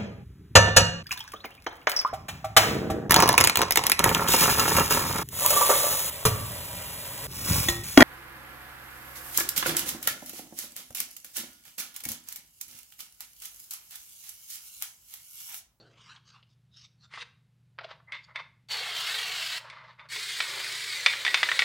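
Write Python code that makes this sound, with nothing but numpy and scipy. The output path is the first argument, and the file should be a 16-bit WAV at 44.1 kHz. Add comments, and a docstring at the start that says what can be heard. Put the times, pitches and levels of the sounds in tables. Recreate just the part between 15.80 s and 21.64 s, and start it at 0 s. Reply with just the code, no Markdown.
"""A spray can paints in two long bursts: grainy noise shaped by a valve, combed by echoes as the can sweeps.
Inside the tin the mixing ball knocks, each hit a filtered crack, a short clank and a ring of dying modes.
Before that, a dull low rush dies away while a hand slides a foam piece onto paper and picks up the can:
grainy friction noise and dull taps; a soft hiss lingers after the first burst.
A small quiet room adds a diffuse tail, still air and mains hum, heard by one close microphone."""
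import sys
import numpy as np
from scipy import signal
from scipy.fft import rfft, irfft
from scipy.io import wavfile
from scipy.ndimage import uniform_filter1d, map_coordinates

SR = 44100
rng = np.random.default_rng(int(sys.argv[2]) if len(sys.argv) > 2 else 0)


def master_out(mix):
    """Clip the mix to full scale and print it as 16-bit PCM to the path in sys.argv[1]."""
    frames = np.transpose(np.atleast_2d(mix))
    ceiling = np.clip(frames, -1, 1)
    pcm = np.round(ceiling * 32767).astype(np.int16)
    wavfile.write(sys.argv[1], SR, pcm)


N = 257544
TIME = np.arange(N) / SR


def gain_of(db):
    """Decibels to an amplitude factor."""
    return 10 ** (np.asarray(db) / 20)


def evened(x):
    """Scales a signal to rms 1."""
    return x / np.sqrt(np.mean(x ** 2) + 1e-20)


def read(points, hz):
    """Reads a curve between its points on a log-frequency axis."""
    f, value = np.transpose(points)
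    return np.interp(np.log(hz + 1), np.log(f + 1), value)


def add(mix, s, sound):
    """Mixes a sound in at a time in seconds."""
    part = mix[max(round(s * SR), 0):][:len(sound)]
    part += sound[:len(part)]


def coloured(x, colour):
    """Filters a signal by a spectrum curve, then scales it to rms 1."""
    gain = gain_of(read(colour, np.fft.rfftfreq(N, 1 / SR)))
    return evened(irfft(rfft(x) * gain, N))


def split(x, hz):
    """The parts below and above a frequency."""
    low = irfft(rfft(x) / (1 + (np.fft.rfftfreq(N, 1 / SR) / hz) ** 8), N)
    return low, x - low


def waver(hz):
    """Slow random movement of rms 1, up to about a rate."""
    slow = np.exp(-(np.fft.rfftfreq(N, 1 / SR) / hz) ** 2)
    return evened(irfft(rfft(rng.standard_normal(N)) * slow, N))


def grains(per_s, spread_db):
    """Sparse clicks of uneven size and random sign, rms 1."""
    size = gain_of(spread_db * np.minimum(rng.exponential(1, N), 4))
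    present = rng.random(N) < per_s / SR
    return evened(size * rng.choice([-1, 1], N) * present)


def patchy(x, depth_db):
    """Lifts and sinks random patches, a few hundred hertz wide and some tens of milliseconds long."""
    z = signal.stft(x, nperseg=512)[2]
    field = rng.standard_normal(z.shape)
    for size in (4, 5):
        field = uniform_filter1d(field, size, axis=0)
        field = uniform_filter1d(field, 2 * size, axis=1)
    return signal.istft(z * gain_of(depth_db * evened(field)), nperseg=512)[1][:N]


def resonate(x, hz, width):
    """One resonance, with a gain of 1 at its centre."""
    return signal.lfilter(*signal.iirpeak(hz, hz / width, SR), x)


def whistle(age, flare_db):
    """Turbulence rings the nozzle's narrow bore: a flare as the valve opens settles under the hiss."""
    nozzle = (4450, 94)  # the fuzzy whistle: pitch_hz, width_hz
    flare_s, steady_db = 0.11, -23.5
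    strength = gain_of(steady_db) + gain_of(flare_db) * np.exp(-(age / flare_s) ** 2)
    tone = resonate(rng.standard_normal(N), *nozzle)
    return strength * evened(resonate(tone, *nozzle))


def burst(opens, closes, opening_s, hiss_db, mist_db, fizz_db, flare_db, aim, colour, mist_colour):
    """One press: a turbulent jet laden with droplets, a nozzle whistle and a lower rush of mist on paper."""
    # hollow resonances of can and cap: pitch_hz, width_hz, level_db
    hollows = [(2188, 15, 1.5), (3480, 60, -25)]
    shut_db, close_db_per_s = -16.5, 818  # the valve's first leak; how fast the jet dies on release
    # dB of fizz gained per dB of jet, and lost per dB of mist as the nozzle faces the paper
    fizz_beam, fizz_shade = 1.8, .15
    s, hiss, mist = np.transpose(aim)
    beam = np.interp(TIME, s, hiss - hiss.mean())
    landing = np.interp(TIME, s, mist - mist.mean())

    age = np.maximum(TIME - opens, 0)
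    opening = shut_db * np.maximum(1 - age / opening_s, 0)
    closing = close_db_per_s * np.maximum(TIME - closes, 0)
    valve = (TIME > opens) * gain_of(opening - closing)

    jet = rng.standard_normal(N) + gain_of(-9) * grains(per_s=2500, spread_db=3.5)
    jet = patchy(jet * gain_of(1.2 * waver(hz=68)), depth_db=1.4)
    jet += sum(gain_of(db) * resonate(jet, hz, width) for hz, width, db in hollows)
    body, fizz = split(coloured(jet, colour), hz=6730)
    fizz_level = gain_of(fizz_db + fizz_beam * beam - fizz_shade * landing)
    jet = gain_of(beam) * evened(body) + fizz_level * evened(fizz)
    rush = gain_of(landing) * coloured(patchy(rng.standard_normal(N), depth_db=1.5), mist_colour)

    spray_out = gain_of(hiss.mean() + hiss_db) * (jet + whistle(age, flare_db))
    return valve * (spray_out + gain_of(mist.mean() + mist_db) * rush)


def swept(x, drift_from_s):
    """Near surfaces echo the jet; the delays follow the swinging can, so comb notches glide."""
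    # surfaces near the can: path_factor (on the sweep delay), echo_db
    surfaces = [(1, -9), (.87, -12), (1.07, -13)]
    swing_period_s, swing_far_at_s = .53, 4.76
    # the wrist swings to and fro while the can drifts away, which lengthens the echo path
    delay_s, swing_s, drift_s_per_s = .00255, 0.00026, 0.000307
    swing = np.cos(2 * np.pi * (TIME - swing_far_at_s) / swing_period_s)
    delay = delay_s + drift_s_per_s * (TIME - drift_from_s) + swing_s * swing
    echoes = sum(gain_of(db) * map_coordinates(x, [(TIME - path * delay) * SR], order=3)
                 for path, db in surfaces)
    return x + echoes


def spray():
    """Two presses of the valve, first upright and then tipped forward, combed by moving echoes."""
    # valve presses: opens_s, closes_s, opening_s, hiss_db and mist_db (added to the aim levels),
    # fizz_db (above about 6.7 kHz) and flare_db (opening whistle), both relative to the hiss
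    presses = [(2.886, 3.778, 0.025, -1, 0, -12, -4), (4.288, 5.9, 0.031, -1, 8, -10, -16)]
    # aim of the can: time_s, jet_db, mist_db (landing on paper), before the trims of the press
    aim_upright = [(2.92, -34, -52.5), (3.03, -36, -46.5), (3.05, -37, -57), (3.062, -34.5, -45.5),
                   (3.14, -36.5, -52.5), (3.17, -32.5, -52.5), (3.624, -34, -52), (3.68, -33.5, -58),
                   (3.77, -34.5, -54)]
    aim_tipped = [(4.33, -35.5, -69), (4.362, -36.5, -59), (4.446, -35, -66), (4.502, -35.5, -64.5),
                  (4.774, -36.5, -52.5), (5.07, -35.5, -63), (5.262, -36.5, -57.5), (5.432, -37.5, -57),
                  (5.84, -35.5, -54.5)]
    # relative colour of the jet: freq_hz, density_db (per Hz)
    jet_upright = [(400, -29.5), (1100, -4.5), (1600, -0.5), (2150, 2), (2450, -1.5), (2800, 3.5),
                   (3700, 1), (4400, 3.5), (5100, -6), (6000, -13), (8000, -16), (10000, -23.5),
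                   (12300, -26), (15500, -26)]
    jet_tipped = [(400, -42), (1100, -13), (1500, -4.5), (1900, 0), (2170, 2.5), (2700, -5.5), (3700, 2),
                  (4350, -0.5), (5100, -7), (6100, -11.5), (7900, -13.5), (10000, -20), (11800, -27),
                  (15500, -26)]
    # relative colour of the mist rushing onto the paper: freq_hz, density_db (per Hz)
    mist_upright = [(200, -22), (310, -33), (430, 1.5), (700, 7), (1100, 2), (1700, -1), (3500, -38)]
    mist_tipped = [(200, -23), (280, -18.5), (370, 1), (470, 7.5), (620, -1.5), (1150, 3.5), (1700, 1),
                   (3500, -13)]
    first = burst(*presses[0], aim_upright, jet_upright, mist_upright)
    second = burst(*presses[1], aim_tipped, jet_tipped, mist_tipped)
    return swept(first + second, drift_from_s=presses[0][0])


def causal(gain_db):
    """The minimum-phase click that has this spectrum, its energy as early as possible."""
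    log_gain = np.log(gain_of(np.r_[gain_db, gain_db[-2:0:-1]]))
    return np.fft.ifft(np.exp(np.conj(signal.hilbert(log_gain)))).real


def blow(colour, hz, crack_db, focus_db, octaves):
    """One contact: a click lifted around its centre frequency, with more treble for a sharper crack."""
    f = np.fft.rfftfreq(2048, 1 / SR)
    focus = focus_db * np.exp(-(np.log2((f + 1) / hz) / octaves) ** 2)
    treble = (crack_db + 12.0) / (1 + (3800 / (f + 1)) ** 6)
    click = causal(read(colour, f) + focus + treble)
    return click / abs(click).max()


def scatter(t, t60, db):
    """A direct click followed by a dense, quickly dying rattle."""
    response = rng.standard_normal(len(t)) * gain_of(-60 * t / t60) * (1 - np.exp(-t * 1000))
    response *= gain_of(db) / np.linalg.norm(response)
    response[0] = 1
    return response


def ringing(t, modes, unit=1):
    """Dying sine modes; random shares and signs stand for where the blow lands."""
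    shares = rng.uniform(.8, 1.2, len(modes)) * rng.choice([-1, 1], len(modes))
    return sum(share * gain_of(db - 60 * t / t60) * np.sin(2 * np.pi * f * unit * t)
               for share, (f, db, t60) in zip(shares, modes))


def knock(hz, crack_db, wall_db, tin_db):
    """A knock is a crack, a short clank of the struck wall and a longer ring of the whole tin."""
    # relative colour of the crack: freq_hz, density_db (per Hz)
    knock_colour = [(150, -16), (450, -9.5), (1100, 6), (2200, 10), (3600, 6.5), (5800, -2), (6800, -14.5),
                    (9000, -12), (15000, -54)]
    # clank of the struck wall: pitch_factor (on the wall pitch), level_db (relative), t60_s
    wall_modes = [(1, -2, 0.027), (.9, 4, 0.0038), (1.72, -10, 0.016)]
    # ring of the tin can: pitch_hz, level_db (relative), t60_s
    tin_modes = [(1772, -24.5, 0.015), (1938, 2, 0.068), (2064, -14.5, 0.36), (2237, -5, 0.26),
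                 (2330, 3, 0.058), (2440, 6, 0.024), (2610, 1.5, 0.032), (3440, 1.5, 0.078),
                 (3350, -11.5, 0.04), (3600, -3, 0.18), (4425, -16.5, 0.066), (4820, -9, 0.089),
                 (5730, -28, 0.18)]
    t = np.arange(SR // 3) / SR
    spread = 1 - np.exp(-t / 0.00085)  # the blow takes a moment to spread over the wall
    click = blow(knock_colour, hz, crack_db, focus_db=1.5, octaves=0.54)
    crack = signal.fftconvolve(click, scatter(t, t60=0.039, db=0.5))[:len(t)]
    crack *= gain_of(-2 + 0.086 * crack_db)  # paint cushions the softer blows
    clank = gain_of(-9 + wall_db) * ringing(t, wall_modes, hz)
    ring = gain_of(-22 + tin_db) * ringing(t, tin_modes)
    return crack + spread * (clank + ring)


def can():
    """Hard blows of the ball crack and ring, cushioned ones clank; fingers click on the outside."""
    # the mixing ball hitting the can: start_s, level_db (relative), wall_pitch_hz,
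    # hardness (0 for a cushioned blow to about 1 for bare metal)
    knocks = [(4.361, -19.5, 2160, .9), (4.604, -7, 2280, 0.64), (5.262, 2, 2395, 0.68),
              (5.336, -17, 1860, .1), (5.45, -8, 2040, 0.88), (5.465, -11, 1780, 0.15),
              (5.479, -9.5, 1920, 0.12), (5.544, 0, 2520, 0.61), (5.575, -17, 2070, 0.092),
              (5.631, -3, 1996, .2), (5.689, -9.5, 1810, 0.12), (5.716, -8, 1970, 0.069),
              (5.792, -2.5, 2230, 0.8), (5.821, -7.5, 1890, 0.045)]
    # fingers clicking on can and cap: start_s, level_db (relative), crack_db (sharpness)
    finger_clicks = [(2.3215, -25, -13), (2.337, -30, -31), (2.559, -21, -16), (2.595, -37, -22),
                     (3.9, -31, -3), (4.195, -34, -36)]
    out = np.zeros(N)
    for s, db, hz, hardness in knocks:
        # each share: dB when cushioned, plus dB gained at hardness 1
        crack_db, clank_db, ring_db = -18 + 10 * hardness, 7.5 - 12 * hardness, -11 + 13 * hardness
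        add(out, s, gain_of(db) * knock(hz, crack_db, clank_db, ring_db))
    for s, db, crack_db in finger_clicks:
        add(out, s, gain_of(db) * knock(2184, crack_db, wall_db=7.5, tin_db=2.5))
    return out


def stroke(start, length, swell_db, attack_s, release_s):
    """A stroke's envelope: attack, a hold that swells or sags, release; ramps take their time per 20 dB."""
    held = np.clip((TIME - start) / length, 0, 1)
    before = np.maximum(start - TIME, 0) / attack_s
    after = np.maximum(TIME - start - length, 0) / release_s
    return gain_of(swell_db * (held - .5) - 20 * np.minimum(before + after, 10))


def friction(rows, colour, attack_s, release_s, top_db, body_db, grain_db, patch_db, hollow_db):
    """A grainy hiss with shifting colour, as of skin that catches and slips; each stroke sets its body."""
    slips = rng.standard_normal(N) + gain_of(grain_db) * grains(per_s=500, spread_db=-2.0)
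    slips = patchy(slips * gain_of(2.0 * waver(hz=60)), patch_db)
    slips += gain_of(hollow_db) * resonate(slips, hz=2080, width=73)
    low, high = map(evened, split(coloured(slips, colour), hz=2184))
    out = np.zeros(N)
    for start, length, db, body, swell in rows:
        layers = gain_of(db + top_db) * high + gain_of(db + body + body_db) * low
        out += stroke(start, length, swell, attack_s, release_s) * layers
    return out


def low_rush():
    """A dull low rush at the start: soft noise dying away."""
    rush_row = (0, -57.5, 0.64)  # start_s, level_db, t60_s
    # relative colour: freq_hz, density_db (per Hz)
    rush_colour = [(120, -11), (250, -2), (400, 4), (700, -1.5), (1000, -16), (2500, -52)]
    s, db, t60 = rush_row
    decay = gain_of(db - 60 * np.clip((TIME - s) / t60, 0, 2))
    return (TIME >= s) * decay * coloured(rng.standard_normal(N), rush_colour)


def handling():
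    """Friction noise as fingers rub, the piece slides and the hand strokes the can; then a lingering hiss."""
    # strokes before the trims below: start_s, length_s, level_db, body_db (relative), swell_db
    rubs = [(0.0, 0.14, -65.5, -11.5, -2.5), (.18, 0.063, -60, -9, -1), (.268, 0.059, -50.5, -12, 2),
            (.35, 0.022, -60.5, -4, 0), (.475, 0.03, -58.5, -13, 1), (.548, 0.061, -64, -11.5, -13),
            (.705, .03, -71, -41, -9), (.97, 0.087, -51.5, -29, 1), (1.236, .018, -59.5, -13.5, 1),
            (2.434, 0.0078, -59.5, -30, 12)]  # fingers on foam and paper
    slides = [(1.312, 0.05, -50.5, 0, 16), (1.378, 0.051, -43, 2, 3.5)]  # the piece sliding off the fingers onto the paper
    # strokes of the hand on the can; from 3.8 s a soft hiss lingers after the valve shuts:
    # the same columns, then hollow_db (a hollow note near 2 kHz)
    can_strokes = [(2.046, 0.0059, -47.5, -17.5, -14, -17), (2.091, 0.022, -54, -14, 9, -15),
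                   (2.288, 0.025, -70, 2.5, -8, 20), (2.329, 0.039, -44.5, -20.5, -3, 14),
                   (2.489, .01, -68, -2, 2, 10), (2.556, 0.047, -49.5, -12.5, 6, 11.5),
                   (3.8, 0.11, -56, -10.5, -2, 3), (3.921, .21, -58, -10, -9, 3),
                   (4.189, 0.074, -64.5, -5.5, -4, 4)]
    # relative colours: freq_hz, density_db (per Hz)
    rub_colour = [(700, -26), (1200, -5), (1900, -13), (2800, -1.5), (3700, 0), (5000, -2.5), (8000, -19),
                  (12000, -44)]
    slide_colour = [(180, -83), (300, -59), (459, -8.5), (714, -30), (849, -4), (1400, 0), (2500, -6.5),
                    (4660, -15.5), (10100, -36.5), (13000, -69)]
    can_stroke_colour = [(150, -45), (250, -29), (466, -7), (642, 4.5), (710, -10), (962, 8), (1790, 3.5),
                         (2730, -4.5), (4530, -9.5), (7900, -38), (14000, -70)]
    out = friction(rubs, rub_colour, attack_s=0.039, release_s=0.022, top_db=-3.0, body_db=7.0,
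                   grain_db=-4.5, patch_db=5.5, hollow_db=-40)
    out += friction(slides, slide_colour, attack_s=0.017, release_s=0.014, top_db=-2.0, body_db=-5,
                    grain_db=-4, patch_db=3.0, hollow_db=6)
    for *row, hollow_db in can_strokes:
        out += friction([row], can_stroke_colour, attack_s=0.012, release_s=0.045, top_db=-1.0, body_db=15,
                        grain_db=-9, patch_db=1.5, hollow_db=hollow_db)
    return out


def table():
    """Short dead taps on the papered table as the piece is set down and the can lifted."""
    # taps: start_s, level_db (relative), centre_hz, crack_db (sharpness)
    taps_on_paper = [(0.329, -52, 3870, -8), (0.362, -39.5, 3170, 0), (0.628, -45.5, 3000, -9),
                     (1.338, -29, 2120, -8), (1.375, -28.5, 1400, -13), (1.982, -42, 1200, -25),
                     (1.9875, -23, 1510, -15), (2.01, -32.5, 673, -13), (2.046, -31.5, 665, -10),
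                     (2.112, -37, 720, -11), (2.201, -50, 1050, -45)]
    # relative colour: freq_hz, density_db (per Hz)
    tap_colour = [(150, -18), (400, -3), (650, 5), (1500, -0.5), (3000, 1.5), (5000, -2.5), (7000, -44),
                  (12000, -81)]
    out, t = np.zeros(N), np.arange(SR // 5) / SR
    for s, db, hz, crack_db in taps_on_paper:
        click = blow(tap_colour, hz, crack_db, focus_db=14.0, octaves=0.62)
        tap = signal.fftconvolve(click, scatter(t, t60=0.048, db=2.5))
        add(out, s, gain_of(db - 2) * tap)
    return out


def room(x):
    """A diffuse tail of noise, each band dying at its own speed."""
    # decay of the small room: freq_hz, t60_s
    room_decay = [(200, .35), (1000, .4), (3000, .38), (8000, .34), (15000, .26)]
    late = np.arange(SR // 2) > .006 * SR  # the tail starts after 6 ms
    hz, t, z = signal.stft(rng.standard_normal(SR // 2) * late, SR, nperseg=256)
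    decay = gain_of(-60 * t / read(room_decay, hz)[:, None])
    tail = signal.istft(z * decay, SR, nperseg=256)[1]
    return signal.fftconvolve(x, tail / np.linalg.norm(tail))[:N]


def background():
    """Still air as shaped noise, and a mains hum of sines with slightly wavering phase."""
    # the quiet air: freq_hz, density_db (per Hz)
    air = [(25, -113), (45, -104), (62, -94), (85, -94), (150, -89), (180, -93), (230, -103), (300, -111),
           (450, -113), (700, -117), (2200, -119), (4000, -121), (6000, -127), (12000, -131), (15000, -139)]
    # the hum: pitch_hz, level_db (rms)
    hum_tones = [(120, -67.5), (146, -75)]
    hum = sum(gain_of(db) * evened(np.sin(2 * np.pi * hz * TIME + 0.16 * waver(hz=3)))
              for hz, db in hum_tones)
    density = gain_of(read(air, np.fft.rfftfreq(N, 1 / SR))) * np.sqrt(SR / 2)
    return hum + irfft(rfft(rng.standard_normal(N)) * density, N)


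def scene():
    """Spray, knocks, low rush and handling in the room over the background, the same in both channels."""
    hiss, hits, soft = spray(), can() + table(), low_rush() + handling()
    wet = room(gain_of(-14) * hiss + gain_of(-13) * soft + gain_of(-10) * hits)
    near = split(hiss + soft + hits + wet, hz=178)[1]  # small sources radiate little bass
    return np.tile(near + background(), (2, 1))


def record(dry):
    """The recorder's band limit: a steep low-pass."""
    edge_hz = 15950
    lowpass = signal.firwin(511, edge_hz, window=("kaiser", 9), fs=SR)
    return signal.oaconvolve(dry, lowpass[None], "same")


dry = scene()
out = record(dry)
master_out(out)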